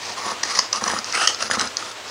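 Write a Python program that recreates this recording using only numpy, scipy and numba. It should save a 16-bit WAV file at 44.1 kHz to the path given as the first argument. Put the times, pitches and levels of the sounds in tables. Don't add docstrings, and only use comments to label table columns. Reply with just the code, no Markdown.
import sys
import numpy as np
from scipy import signal
from scipy.fft import rfft, irfft
from scipy.io import wavfile
from scipy.ndimage import uniform_filter1d, minimum_filter1d
from numba import njit

SR = 44100
rng = np.random.default_rng(int(sys.argv[2]) if len(sys.argv) > 2 else 0)


def unload_wav(signal):
    wavfile.write(
        sys.argv[1],
        SR,
        np.round(np.clip(np.atleast_2d(signal).T, -1, 1) * 32767).astype(np.int16),
    )


N = 92610
BLOW_S = 0.005


def undb(db):
    return 10 ** (np.asarray(db) / 20)


def level(x, db, span_s):
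    return x * undb(db) * np.sqrt(span_s * SR / (np.sum(x ** 2) + 1e-18))


def walk(rate_hz, size):
    position = np.arange(size) * rate_hz / SR
    return 1.2 * np.interp(position, np.arange(512), rng.standard_normal(512))


def colour(x, spectrum):
    freq_hz, gain_db = np.array(spectrum, float).T
    grid_hz = np.maximum(np.fft.rfftfreq(4096, 1 / SR), 1)
    gain = undb(np.interp(np.log(grid_hz), np.log(freq_hz), gain_db))
    cepstrum = irfft(np.log(gain))
    half = len(cepstrum) // 2
    cepstrum[1:half] *= 2
    cepstrum[half + 1:] = 0
    impulse = irfft(np.exp(rfft(cepstrum)))
    return signal.fftconvolve(x, impulse)[:len(x)]


def ring(x, modes):
    out = 0
    for freq_hz, width_hz, gain_db in modes:
        b, a = signal.iirpeak(freq_hz, freq_hz / width_hz, fs=SR)
        out = out + undb(gain_db) * signal.lfilter(b, a, signal.lfilter(b, a, x))
    return out


@njit
def sweep(x, centre_hz, width_hz):
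    out, band_state, low_state = np.empty(len(x)), 0., 0.
    for i in range(len(x)):
        g = np.tan(np.pi * centre_hz[i] / SR)
        damping = width_hz / centre_hz[i]
        band = (band_state + g * (x[i] - low_state)) / (1 + g * (g + damping))
        band_state = 2 * band - band_state
        low_state += 2 * g * band
        out[i] = damping * band
    return out


def moving_ring(x, centre_hz, width_hz):
    return sweep(sweep(x, centre_hz, width_hz), centre_hz, width_hz)


def add(out, start_s, x):
    i = max(int(start_s * SR), 0)
    out[i:i + len(x)] += x[:max(N - i, 0)]


# freq_hz, gain_db
AIR_SPECTRUM = [(25, -49), (60, -12), (105, -8), (155, -14.5), (250, -5.5), (450, 0), (1100, 1.5),
                (2000, -2.5), (3000, -3), (5000, -5.5), (7500, -8.5), (9700, -23.5), (15500, -22)]


def kitchen(air_db=-34.5, flicker_db=1.95, hum_hz=103.6, hum_db=-59.5):
    air = colour(rng.standard_normal(N), AIR_SPECTRUM)
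    air *= undb(-flicker_db * walk(26.69, N))
    pitch_hz = hum_hz * (1 + 0.038 * walk(13, N))
    hum = np.sin(2 * np.pi * np.cumsum(pitch_hz) / SR)
    return level(air, air_db, N / SR) + level(hum, hum_db, N / SR)


def fibres(size, breaks_per_s=1900, spread_db=3, slide_gain=0.15):
    breaks = (rng.random(size) < breaks_per_s / SR) * rng.choice([-1, 1], size)
    strength = undb(spread_db * np.clip(rng.standard_normal(size), -2, 2))
    return level(breaks * strength, 0, size / SR) + slide_gain * rng.standard_normal(size)


# freq_hz, gain_db
FLESH_SPECTRUM = [(60, -46.5), (200, -7.5), (480, 2), (950, 7), (1500, -11), (1820, 5), (2400, -3.5),
                  (3400, -4.5), (4200, -2), (6600, -2.5), (7800, -15.5), (9700, -16.5), (16000, -4.5)]
BONE_SPECTRUM = [(300, -63), (3200, -15.5), (4200, 2.5), (5300, 4.5), (6000, 3), (6800, -4.5),
                 (7500, -30.5), (9700, -22.5), (16000, -18.5)]
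# freq_hz, width_hz, gain_db
BLADE_MODES = [(4980, 79, 6.5), (5970, 76, 3.5), (6860, 190, -2.5), (9670, 220, -4.5)]
BOARD_MODES = [(109, 123, -10), (228, 71, 2), (340, 132, -6), (488, 227, -6)]
SIZZLE_MODES = [(8100, 600, 3.5), (8840, 600, 1), (9800, 180, -6), (12700, 4000, -10)]
# start_s, length_s, rise_s, fall_s, tear_db, pocket_hz, pocket_db,
# rasp_db, blade_db, grating_hz, grating_db, board_db
KNIFE_STROKES = [ (0.005, 0.150, 0.1, 0.072, -34.5, 1090, -47, -36.5, -74, 2680, -44.5, -51),
                 (0.156, 0.094, 0.02, 0.016, -33.5, 1110, -35, -40, -43, 1770, -66, -52),
                 (0.234, 0.1, 0.0039, 0.024, -31, 1077, -31.5, -36.5, -38.5, 1780, -48, -45),
                 (0.43, 0.037, 0.0019, 0.064, -29, 1240, -41, -30, -55, 1840, -38, -49.5),
                 (0.469, 0.076, 0.018, 0.022, -33, 1190, -33.5, -29.5, -39.5, 2080, -36.5, -50),
                 (0.54, 0.052, 0.0056, 0.0066, -31, 1160, -35, -27, -35, 1980, -42, -45),
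                 (0.59, 0.019, 0.0035, 0.1, -31.5, 1170, -51, -23.5, -59, 1870, -51, -53),
                 (0.728, 0.064, 0.0099, 0.081, -42, 1140, -30, -33, -38, 2900, -40, -48),
                 (0.81, 0.13, 0.015, 0.013, -29, 1120, -33, -54, -36.5, 1700, -37.5, -41.5),
                 (0.932, 0.064, 0.0066, 0.065, -30.5, 1220, -32.5, -56, -37, 1690, -53, -38),
                 (1.043, 0.15, 0.014, 0.0085, -39, 1270, -43, -35.5, -46, 2720, -45.5, -51),
                 (1.131, 0.033, 0.016, 0.0052, -28.5, 1320, -29, -28, -38, 2140, -26, -43),
                 (1.157, 0.06, 0.0066, 0.0099, -30.5, 1310, -26, -33, -30.5, 2760, -30.5, -56),
                 (1.21, 0.057, 0.013, 0.038, -26.5, 1316, -24.5, -26.5, -34, 2840, -27.5, -62),
                 (1.274, 0.041, 0.0015, 0.053, -31.5, 1300, -45, -27.5, -54, 3090, -30.5, -52.5),
                 (1.385, 0.1, 0.037, 0.072, -34, 1380, -36.5, -32.5, -39, 2730, -57, -43.5),
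                 (1.498, 0.033, 0.0035, 0.021, -29, 1350, -32, -41, -28.5, 1680, -41, -42),
                 (1.53, 0.032, 0.0025, 0.0093, -25.5, 1275, -27, -30, -33, 1900, -34, -43),
                 (1.582, 0.044, 0.0058, 0.0085, -28, 1310, -31.5, -42, -45, 4030, -31.5, -39),
                 (1.619, 0.063, 0.0086, 0.038, -51, 1440, -36.5, -54, -37, 4160, -49, -42.5),
                 (1.732, 0.2, 0.14, 0.066, -39.5, 1270, -42.5, -43, -48, 3450, -45, -58),
                 (2.066, 0.075, 0.019, 0.0087, -54, 1120, -52, -36.5, -62, 4170, -59, -63)]


def knife_strokes(catch_hz=115, catch_db=2, glide_oct_per_s=0.63, wobble_hz=64, wobble_oct=0.022):
    out, size = np.zeros(N), SR // 4
    t = np.arange(size) / SR
    for (start_s, length_s, rise_s, fall_s, tear_db, pocket_hz, pocket_db,
         rasp_db, blade_db, grating_hz, grating_db, board_db) in KNIFE_STROKES:
        swell = np.clip(np.minimum(t / rise_s, (length_s - t) / fall_s), 0, 1) ** 0.33
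        push = swell * undb(catch_db * walk(catch_hz, size))
        flesh, bone, body = (push * fibres(size) for _ in range(3))
        bend = 2 ** (glide_oct_per_s * (t - length_s / 2) + wobble_oct * walk(wobble_hz, size))
        parts = [(colour(flesh, FLESH_SPECTRUM), tear_db),
                 (moving_ring(body, pocket_hz * bend, width_hz=304), pocket_db),
                 (colour(bone, BONE_SPECTRUM), rasp_db),
                 (ring(body, BLADE_MODES), blade_db),
                 (moving_ring(bone, grating_hz * bend, width_hz=520), grating_db),
                 (ring(bone, SIZZLE_MODES), grating_db - 7),
                 (ring(flesh, BOARD_MODES), board_db)]
        add(out, start_s, sum(level(part, db, length_s) for part, db in parts))
    return out


# freq_hz, gain_db
THUD_SPECTRUM = [(60, -30), (300, -13.5), (750, 0), (1300, -4.5), (2200, -24), (6000, -23)]
# start_s, pocket_hz, pocket_db, thud_db, board_db
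SPINE_BUMPS = [ (0.266, 1090, -34, -28, -40), (0.319, 1120, -30, -28.5, -37),
               (0.776, 1170, -23.5, -41, -46), (0.822, 980, -40, -26, -30), (0.8399, 1210, -24, -32, -41),
               (0.867, 1100, -39, -24, -38), (0.898, 1210, -27, -33, -51), (0.9064, 1700, -25, -32, -43),
               (0.936, 950, -39, -21.5, -32), (0.964, 1250, -27, -50, -45), (1.178, 1420, -22, -30, -42),
               (1.199, 1300, -26, -29, -51), (1.5001, 1130, -27, -23.5, -41),
               (1.5121, 1730, -19.5, -29.5, -33), (1.5392, 1310, -25, -34, -37),
               (1.5721, 1060, -28, -24.5, -27), (1.606, 1470, -22, -37, -45),
               (1.617, 1010, -41, -27.5, -34), (1.649, 1410, -30, -34, -38), (1.665, 1360, -34, -41, -39),
               (1.825, 1286, -26.5, -36, -56)]


def spine_bumps(contact_s=0.00016, pocket_width_hz=266):
    out, t = np.zeros(N), np.arange(SR // 10) / SR
    force = np.exp(-t / contact_s)
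    thud, board = colour(force, THUD_SPECTRUM), ring(force, BOARD_MODES)
    for start_s, pocket_hz, pocket_db, thud_db, board_db in SPINE_BUMPS:
        pop = ring(force, [(pocket_hz, pocket_width_hz, 0)])
        add(out, start_s, level(pop, pocket_db, BLOW_S))
        add(out, start_s, level(thud, thud_db, BLOW_S))
        add(out, start_s, level(board, board_db, 2 * BLOW_S))
    return out


# freq_hz, gain_db
SPLINTER_SPECTRUM = [(100, -11.5), (500, -13), (1900, 9), (2400, -7.5), (3000, 7.5), (4000, 6),
                     (6800, -3.5), (8300, -2.5), (10000, -26.5), (16000, -10.5)]
# freq_hz, width_hz, gain_db
TICK_MODES = [(5104, 380, 0), (5836, 350, 0)]
# pitch_ratio, width_hz, gain_db
POP_MODES = [(.45, 455, -7.5), (1, 340, 5.5), (1.68, 500, -9.5)]
# start_s, length_s, crack_db, splinter_db, pocket_db
RIB_SNAPS = [ (0.433, 0.0037, -16.5, -22, -29.5), (0.551, 0.0091, -21, -24, -36),
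             (0.5893, 0.004, -9, -20, -17.5), (0.7285, 0.0028, -14.5, -25.5, -27.5),
             (0.759, 0.0024, -24, -41, -29), (0.839, 0.0021, -19.5, -35, -23.5),
             (0.877, 0.0051, -20.5, -24.5, -21.5), (0.9, 0.0018, -31, -24.5, -32),
             (0.9875, 0.0021, -22.5, -40, -34), (1.044, 0.0015, -26, -39, -48),
             (1.1242, 0.0035, -23, -27, -37), (1.2735, 0.0033, -8, -12, -22),
             (1.346, 0.0018, -25, -57, -34), (1.405, 0.0068, -33, -24, -27),
             (1.4242, 0.0026, -20.5, -21, -21), (1.5122, 0.0017, -22.5, -19.5, -40),
             (1.595, 0.0025, -21.5, -20, -36), (1.612, 0.00076, -19, -22.5, -42),
             (1.674, 0.0013, -27.5, -48, -46), (1.7696, 0.0015, -17.5, -34, -47)]


def rib_snaps(mean_gap_s=0.0008, peak_share=0.43, rib_width_hz=390):
    out, size = np.zeros(N), SR // 20
    for start_s, length_s, crack_db, splinter_db, pocket_db in RIB_SNAPS:
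        gap, strength, side = rng.random((3, 16))
        times_s = mean_gap_s * (np.cumsum(gap + 0.5) - gap[0] - 0.5)
        envelope = (times_s < 2 * length_s) * undb(-18 * (times_s / length_s - peak_share) ** 2)
        kicks = envelope * (1 + strength) * np.sign(side - 0.5)
        force = np.bincount((times_s * SR).astype(int), kicks, size)[:size]
        stroke = [row for row in KNIFE_STROKES if row[0] < start_s + BLOW_S][-1]
        pocket_hz, rib_hz = stroke[5], stroke[9]
        pocket_modes = [(pocket_hz * ratio, width_hz, db) for ratio, width_hz, db in POP_MODES]
        parts = [(colour(force, BONE_SPECTRUM), crack_db),
                 (colour(force, SPLINTER_SPECTRUM), splinter_db),
                 (ring(force, [(rib_hz, rib_width_hz, 0)]), splinter_db - 6),
                 (ring(force, TICK_MODES), crack_db - 9),
                 (ring(force, pocket_modes), pocket_db)]
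        add(out, start_s, sum(level(part, db, BLOW_S) for part, db in parts))
    return out


def room(x, t60_s=0.32, tail_db=-9.5, delay_s=0.0047, low_cut_hz=326):
    t = np.arange(SR // 2) / SR
    decay = np.exp(-np.log(1000) * t / t60_s) * (t > delay_s)
    low_cut = signal.butter(2, low_cut_hz, "high", fs=SR, output="sos")
    tail = signal.sosfilt(low_cut, decay * rng.standard_normal(len(t)))
    return x + signal.fftconvolve(x, level(tail, tail_db, 1 / SR))[:N]


def limiter(x, limit=1.06):
    gain = np.minimum(1, limit / (np.abs(x) + 1e-9))
    return x * uniform_filter1d(minimum_filter1d(gain, size=31), size=31)


def scene():
    knife = knife_strokes() + rib_snaps() + spine_bumps()
    return (room(knife) + kitchen())[None]


def record(dry, low_cut_hz=53, treble_edge_hz=10050, leak_db=-21.5, hiss_db=-56, top_hz=15650):
    x = signal.sosfilt(signal.butter(2, low_cut_hz, "high", fs=SR, output="sos"), dry)
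    dulled = signal.sosfilt(signal.ellip(8, 0.2, 60, treble_edge_hz, fs=SR, output="sos"), x)
    x = dulled + undb(leak_db) * x
    x = np.clip(limiter(x), -0.9, 0.9)
    x += undb(hiss_db) * rng.standard_normal(N)
    return signal.sosfilt(signal.ellip(8, 0.2, 70, top_hz, fs=SR, output="sos"), x)


dry = scene()
out = record(dry)
unload_wav(out)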